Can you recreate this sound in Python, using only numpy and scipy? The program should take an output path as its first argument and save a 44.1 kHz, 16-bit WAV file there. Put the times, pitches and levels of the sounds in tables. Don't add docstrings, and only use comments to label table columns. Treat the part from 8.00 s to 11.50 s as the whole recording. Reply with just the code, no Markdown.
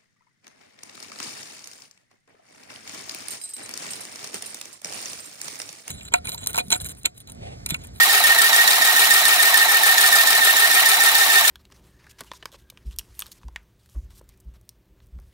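import sys
import numpy as np
from scipy import signal
from scipy.fft import rfft, irfft
from scipy.io import wavfile
from scipy.ndimage import uniform_filter1d

SR = 44100
rng = np.random.default_rng(int(sys.argv[2]) if len(sys.argv) > 2 else 0)


def unload_audio(sound):
    columns = np.transpose(np.atleast_2d(sound))
    steps = np.round(np.clip(columns, -1, 1) * 32767)
    wavfile.write(sys.argv[1], SR, steps.astype(np.int16))


def volts_from_decibels(level):
    exponent = np.asarray(level, float) / 20
    return 10 ** exponent


N = 154350
T = np.arange(N) / SR

# needle strike [t/s], strike [level/dB], downstroke whine [level/dB], upstroke whine [level/dB]
STITCHES = [(-0.0485, -37, -1, -4.5), (0.098, -22, -10.5, -10.5), (0.24, -5, -8, -5),
            (0.3878, -8, -7.5, -10.5), (0.531, -4.5, -7.5, -5), (0.6774, -3, -8, -16),
            (0.8199, -4, -8, -9.5), (0.9642, -4.5, -8.5, -10), (1.109, -4.5, -5.5, -9.5),
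            (1.2537, -6, -8.5, -10.5), (1.3978, -87, -6.5, -8), (1.543, -5.5, -5, -7),
            (1.69, -30, -7.5, -8.5), (1.8352, -7, -9, -7), (1.981, -4, -6.5, -7.5),
            (2.1278, -4.5, -6.5, -6.5), (2.2742, -4, -9.5, -8), (2.4183, -11, -8, -6.5),
            (2.568, -6, -8.5, -6), (2.7145, -7, -7.5, -8), (2.8608, -6, -7.5, -12), (3.0053, -5, -8.5, -8),
            (3.1527, -6, -9.5, -7.5), (3.3009, -8, -10.5, -6.5), (3.45, -24, -10.5, -51)]
LEFT_LAG_S = .00017


def evened(x):
    return x / np.sqrt(np.mean(x ** 2) + 1e-20)


def read(points, hz):
    f, value = np.transpose(points)
    return np.interp(np.log(hz + 1), np.log(f + 1), value)


def wander(seconds):
    size = max(int(seconds * SR), 1)
    return evened(uniform_filter1d(uniform_filter1d(rng.standard_normal(N), size), size))


def strikes():
    strike_s = np.transpose(STITCHES)[0]
    last_stitch_s = 0.137
    return np.append(strike_s, strike_s[-1] + last_stitch_s)


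def turns():
    return np.interp(T, strikes(), np.arange(len(STITCHES) + 1))


def bump(middle, length):
    away = (turns() - middle + .5) % 1 - .5
    return np.exp(-(2 * away / length) ** 4)


def table():
    # [f/Hz], [level/dB]
    rumble = [(15, -62), (25, -27.5), (281, -8), (343, -8), (398, -0.5), (449, -3.5), (535, -6.5),
              (620, 1.5), (810, -36), (1360, -120)]
    rumble_db, beat_db, alike = -43.5, 3.5, 0.89
    hz = np.fft.rfftfreq(N, 1 / SR)
    shared, left, right = rfft(rng.standard_normal((3, N)), axis=1)
    z = np.sqrt(alike) * shared + np.sqrt(1 - alike) * np.array([left, right])
    z = z * volts_from_decibels(read(rumble, hz)) * (hz < 700)
    return volts_from_decibels(rumble_db - 2 * beat_db * bump(0.6, 0.28)) * evened(irfft(z, N, axis=1))


def hums(rows, q, noisy, spread_db, drift_rad=.55):
    out = np.zeros((2, N))
    for hz, middle, length, db, pan_db in rows:
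        slow_s = q / hz / 2
        swing = (1 - noisy) + noisy * (wander(slow_s) + 1j * wander(slow_s))
        stitch = np.floor(turns() - middle + 1.5).astype(int)
        mood = rng.standard_normal(len(STITCHES) + 3)[stitch]
        hum = swing * bump(middle, length) * volts_from_decibels(spread_db * np.clip(mood, -2, 1.3))
        drift = drift_rad * hz / 400 * wander(.06)
        hum *= np.exp(1j * (2 * np.pi * hz * T + drift))
        lag = np.exp(-2j * np.pi * hz * LEFT_LAG_S * (hz > 1000))
        port_db = db + np.array([[.5], [-.5]]) * pan_db
        out += volts_from_decibels(port_db) * np.array([hum * lag, hum]).real
    return out


def base_plate():
    # [f/Hz], middle [share of stitch], length [share of stitch], [level/dB], left-right [dB]
    notes_of_plate = [(404.6, .42, 0.43, -40.5, 5.5), (1323, 0.36, 0.27, -31, 0),
                      (898, 0.867, 0.13, -32.5, -7)]
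    return hums(notes_of_plate, q=40, noisy=.05, spread_db=.8, drift_rad=.25)


def panels():
    # [f/Hz], middle [share of stitch], length [share of stitch], [level/dB], left-right [dB]
    shaken = [(814, 0.221, 0.092, -30, -13), (773, 0.489, 0.16, -30.5, -15.5),
              (737, 0.77, 0.068, -24, -7.5), (892, 0.836, 0.14, -28.5, -7.5), (779, 0.914, 0.22, -31.5, -6)]
    thumps = [(271, 0.913, 0.12, -45.5, 0), (291, 0.212, 0.12, -47, -2), (496, 0.243, 0.065, -37.5, 5),
              (510, 0.9, 0.44, -47.5, 3)]
    return hums(shaken + thumps, q=40, noisy=.2, spread_db=1.2)


def rasps():
    # [f/Hz], middle [share of stitch], length [share of stitch], [level/dB], left-right [dB]
    wide_parts = [(1313, 0.31, 0.28, -27.5, 4), (1190, 0.743, 0.15, -27.5, 1),
                  (2350, 0.34, 0.24, -29, 14.5), (2093, 0.816, .12, -24, 0.5), (1456, 0.51, 0.18, -35, 7),
                  (2810, 0.58, 0.22, -31, 15), (1640, 0.277, 0.05, -50, 9), (3170, 0.34, 0.28, -35.5, 16),
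                  (691, 0.753, .14, -31.5, -1.5)]
    return hums(wide_parts, q=9, noisy=.8, spread_db=1.2)


def pings():
    # [f/Hz], middle [share of stitch], length [share of stitch], [level/dB], left-right [dB]
    metal_parts = [(8800, .22, 0.056, -34, 2), (8660, .39, 0.032, -29.5, 15), (8900, 0.21, 0.055, -24, 23),
                   (12800, 0.75, .06, -29.5, 15), (12200, 0.24, 0.053, -27, 12),
                   (13750, 0.97, .035, -23, 7), (6900, 0.042, 0.05, -27.5, -10), (9300, 1, 0.052, -27, -11),
                   (9900, 0.544, 0.059, -26, -12), (8160, 0.15, 0.036, -32, -11),
                   (11230, 0.9, 0.044, -35.5, 6), (4960, .22, 0.056, -34, 14),
                   (4930, .39, 0.066, -33.5, 10), (5020, 0.4, 0.035, -32, 20), (4200, 0.32, 0.043, -30, 1),
                   (4300, .4, 0.034, -25, 6), (4260, .55, 0.059, -30, 2), (14500, 0.2, .1, -39, 10),
                   (14500, .42, .1, -32, 12), (6300, 0.67, 0.015, -32.5, 0)]
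    return hums(metal_parts, q=18, noisy=.8, spread_db=2)


def patchy(x):
    patch_db, patch_hz, patch_s = 1.71, 700, .008
    z = signal.stft(x, nperseg=256, noverlap=192)[2]
    field = rng.standard_normal(z.shape[1:])
    field = uniform_filter1d(field, max(int(patch_hz * 256 / SR), 1), axis=0)
    field = evened(uniform_filter1d(field, max(int(patch_s * SR / 64), 1), axis=1))
    return signal.istft(z * volts_from_decibels(patch_db * field), nperseg=256, noverlap=192)[1][:, :N]


def blows():
    # [share of stitch], length [s], level over the rattle [dB]
    knocks = [(0.238, 0.009, 1.5), (0.28, 0.0048, -17), (0.391, 0.0055, -3), (0.57, 0.005, -1),
              (0.742, 0.0036, 2)]
    knock_spread_db, knock_jitter_s = 1.8, 0.00079
    strike_length_s, strike_db = 0.0012, 14.5
    slack_at, slack_width, slack_db = 0.847, 0.13, -2.5
    flicker_db, flicker_s, swell_db = 1.25, 0.0021, .5
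    s = strikes()
    hits = [(s[:-1], strike_length_s, strike_db + np.transpose(STITCHES)[1])]
    for share, length_s, db in knocks:
        chance = rng.standard_normal((len(STITCHES), 2))
        when = s[:-1] + share * np.diff(s) + knock_jitter_s * chance[:, 0]
        hits.append((when, length_s, db + knock_spread_db * np.clip(chance[:, 1], -2, 1)))
    power = np.ones(N)
    for when, length_s, db in hits:
        train = np.zeros(N)
        inside = (when > 0) & (when < T[-1])
        train[(when[inside] * SR).astype(int)] = volts_from_decibels(2 * db[inside])
        u = np.arange(-1000, 1001) / SR / length_s
        pulse = np.exp(-np.where(u < 0, 4 * u ** 2, 1.08 * u))
        power += signal.oaconvolve(train, pulse, "same")
    db = slack_db * bump(slack_at, 2 * slack_width)
    db = db + flicker_db * wander(flicker_s) + swell_db * wander(0.25)
    return np.sqrt(abs(power)) * volts_from_decibels(db)


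def rattle():
    # [f/Hz], [level/dB]
    left_colour = [(500, -15.5), (700, -5), (1500, 1.5), (4500, 0), (7800, -6.5), (10300, -8.5),
                   (13300, -2), (15700, -2)]
    right_colour = [(500, -29.5), (720, -1), (1400, 0), (4200, 3), (6000, -3), (9000, 2), (13000, -9.5),
                    (15700, -8)]
    # [f/Hz], shared power [0..1]
    likeness = [(500, 0.94), (1000, 0.95), (1900, 0.34), (3000, 0.29), (4000, 0.33), (6000, 0.15),
                (12000, 0.22), (16000, 0.09)]
    # [f/Hz], width [Hz], left [dB], right [dB]
    case_modes = [(684, 97, 9, 5.5), (1802, 140, 7, 14), (3650, 250, 4, 3), (4180, 39, 3, 5.5),
                  (4830, 180, 1, -14), (7500, 630, 1, 0.5), (8800, 550, 8, -6), (9100, 360, -14, 4.5),
                  (11200, 480, 6, 2.5), (12600, 560, -2, 5.5), (14500, 350, 4.5, 3)]
    frame_rings = [(776, 45, 1.5, 2.5), (897, 25, 4, 5.5), (1305, 38, 6, 2), (1426, 33, 2, -2.5),
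                   (2070, 55, 2, 0.5), (2287, 64, 5.5, 4.5), (2840, 50, 3.5, 1.5), (4239, 52, 1.5, 2),
                   (5009, 70, 3.5, 2), (5470, 40, 1, 3), (5760, 75, 4, 1.5), (9150, 100, 1, 2),
                   (11370, 65, 5, 3), (14490, 90, 4, 1)]
    # middle, length [share of stitch], [level/dB]
    loaded = [(.07, 0.16, -1), (.52, .26, -0.5)]
    bright_hz, dull_share = 3420, 0.23
    hz = np.fft.rfftfreq(N, 1 / SR)
    noise = patchy(rng.standard_normal((3, N)))
    push = blows()
    high = 1 / (1 + (bright_hz / (hz + 1)) ** 4)
    contact_db = sum(db * bump(at, length) for at, length, db in loaded)
    bright = rfft(push * noise, axis=1)
    dull = rfft(push ** dull_share * volts_from_decibels(contact_db) * noise, axis=1)
    shared, left, right = high * bright + (1 - high) * dull

    same = np.clip(read(likeness, hz), 0, 1)
    lag = np.array([np.exp(-2j * np.pi * hz * LEFT_LAG_S), 1 + 0 * hz])
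    z = np.sqrt(same) * shared * lag + np.sqrt(1 - same) * np.array([left, right])
    db = np.array([read(left_colour, hz), read(right_colour, hz)])
    db = db - 40 * np.maximum(np.log2(500 / (hz + 1)), 0)
    for f, width_hz, left_db, right_db in case_modes + frame_rings:
        db += np.array([[left_db], [right_db]]) / (1 + (2 * (hz - f) / width_hz) ** 2)
    return volts_from_decibels(-15.5) * evened(irfft(z * volts_from_decibels(db), N, axis=1))


def gears():
    # [share of stitch], mesh [f/Hz], tooth load [level/dB]
    crank = [(0, 1838, 0.5), (.15, 1796, -1.5), (.2, 1915, -18), (.33, 1921, -12.5), (.38, 1824, -1.5),
             (.5, 1849, -1.5), (.63, 1835, -1.5), (.68, 1941, -20), (.8, 2038, -16), (.94, 1889, -15)]
    # [t/s], share of usual speed
    motor_speed = [(0, 1.004), (.3, 1), (.65, 1.008), (1.1, 1.005), (1.5, .997), (2, .995), (2.45, .992),
                   (2.85, 1.002), (3.15, .997), (3.5, .988)]
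    # multiple, middle, length [share of stitch], left, right [dB], growth [dB/s]
    overtones = [(2, 0.903, .17, -28.5, -21.5, -1), (2, 0.743, 0.18, -31, -25.5, 1),
                 (2, 0.065, 0.15, -25.5, -24.5, -0.5), (2, 0.26, 0.17, -26, -25, -.5),
                 (2, 0.497, 0.33, -28.5, -26.5, 2.5), (3, 0.95, 0.058, -31, -28, 2),
                 (3, 0.079, 0.12, -30, -27, -2), (5, 0.66, .3, -41, -38, 4), (5, .05, .2, -42, -30, -2),
                 (6, 0.98, .08, -35, -28, 0), (6, .27, .12, -40, -38, 6), (8, .5, .3, -36, -44, 0),
                 (8, .07, .15, -36, -44, 0)]
    upstroke_swell_db = [-1.5, -2, -2, -5, -2.0, -1, 0, 0.7, 2, 2.5, 1, 3, -2.9, -2, 0, 1.4, 2, -0.1, -0.5,
                         0, 3, 2, -0.6, -1, 0.5]
    whine_db = [-6, -2.5]
    wobble_hz, flutter_db = 4, .7
    sing_hz, sing_reach_hz = 1830, 85
    whine_lag_rad, overtone_lag_rad = 1.71, 1.1

    share, mesh_hz, load_db = np.transpose(crank)
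    hz, load_db = (uniform_filter1d(np.interp(turns(), share, v, period=1), size=120)
                   for v in (mesh_hz, load_db))
    speed = np.interp(T, *np.transpose(motor_speed))
    rows = np.array(STITCHES)
    stroke_at = (np.arange(len(rows))[:, None] + [.06, .52]).ravel()
    stroke_db = np.interp(turns(), stroke_at, rows[:, 2:].ravel())
    stitch = np.clip(turns().astype(int), 0, len(rows) - 1)
    swell_db = np.ravel(upstroke_swell_db)[stitch]
    stroke_db = stroke_db + swell_db * bump(.5, .34) * (turns() % 1 - .51) / .15

    angle = 2 * np.pi * np.cumsum(speed * hz + wobble_hz * wander(0.0062)) / SR
    whine = volts_from_decibels(load_db + stroke_db + flutter_db * wander(0.011))
    held_hz = sing_hz + sing_reach_hz * np.tanh((hz - sing_hz) / sing_reach_hz)
    sung = angle + 2 * np.pi * np.cumsum(held_hz - hz) / SR
    ports = np.array([np.sin(sung - whine_lag_rad), np.sin(sung)])
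    out = whine * volts_from_decibels(np.array(whine_db))[:, None] * ports
    for k, middle, length, left_db, right_db, growth_db in overtones:
        tone = bump(middle, length) * volts_from_decibels(2.1 * wander(0.012) + growth_db * (T - T[-1] / 2))
        left = volts_from_decibels(left_db) * np.sin(round(k) * angle - overtone_lag_rad)
        right = volts_from_decibels(right_db) * np.sin(round(k) * angle)
        out += tone * np.array([left, right])
    return out


def scene():
    case = base_plate() + panels() + rasps()
    return table() + case + pings() + rattle() + gears()


def low_pass(x):
    return signal.sosfilt(signal.butter(12, 16860, fs=SR, output="sos"), x)


def record(dry):
    lowpass = signal.firwin(1001, 15770, window=("kaiser", 9), fs=SR)
    mix = signal.oaconvolve(np.clip(dry, -.95, .95), lowpass[None], "same")
    return low_pass(mix)


dry = scene()
out = record(dry)
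unload_audio(out)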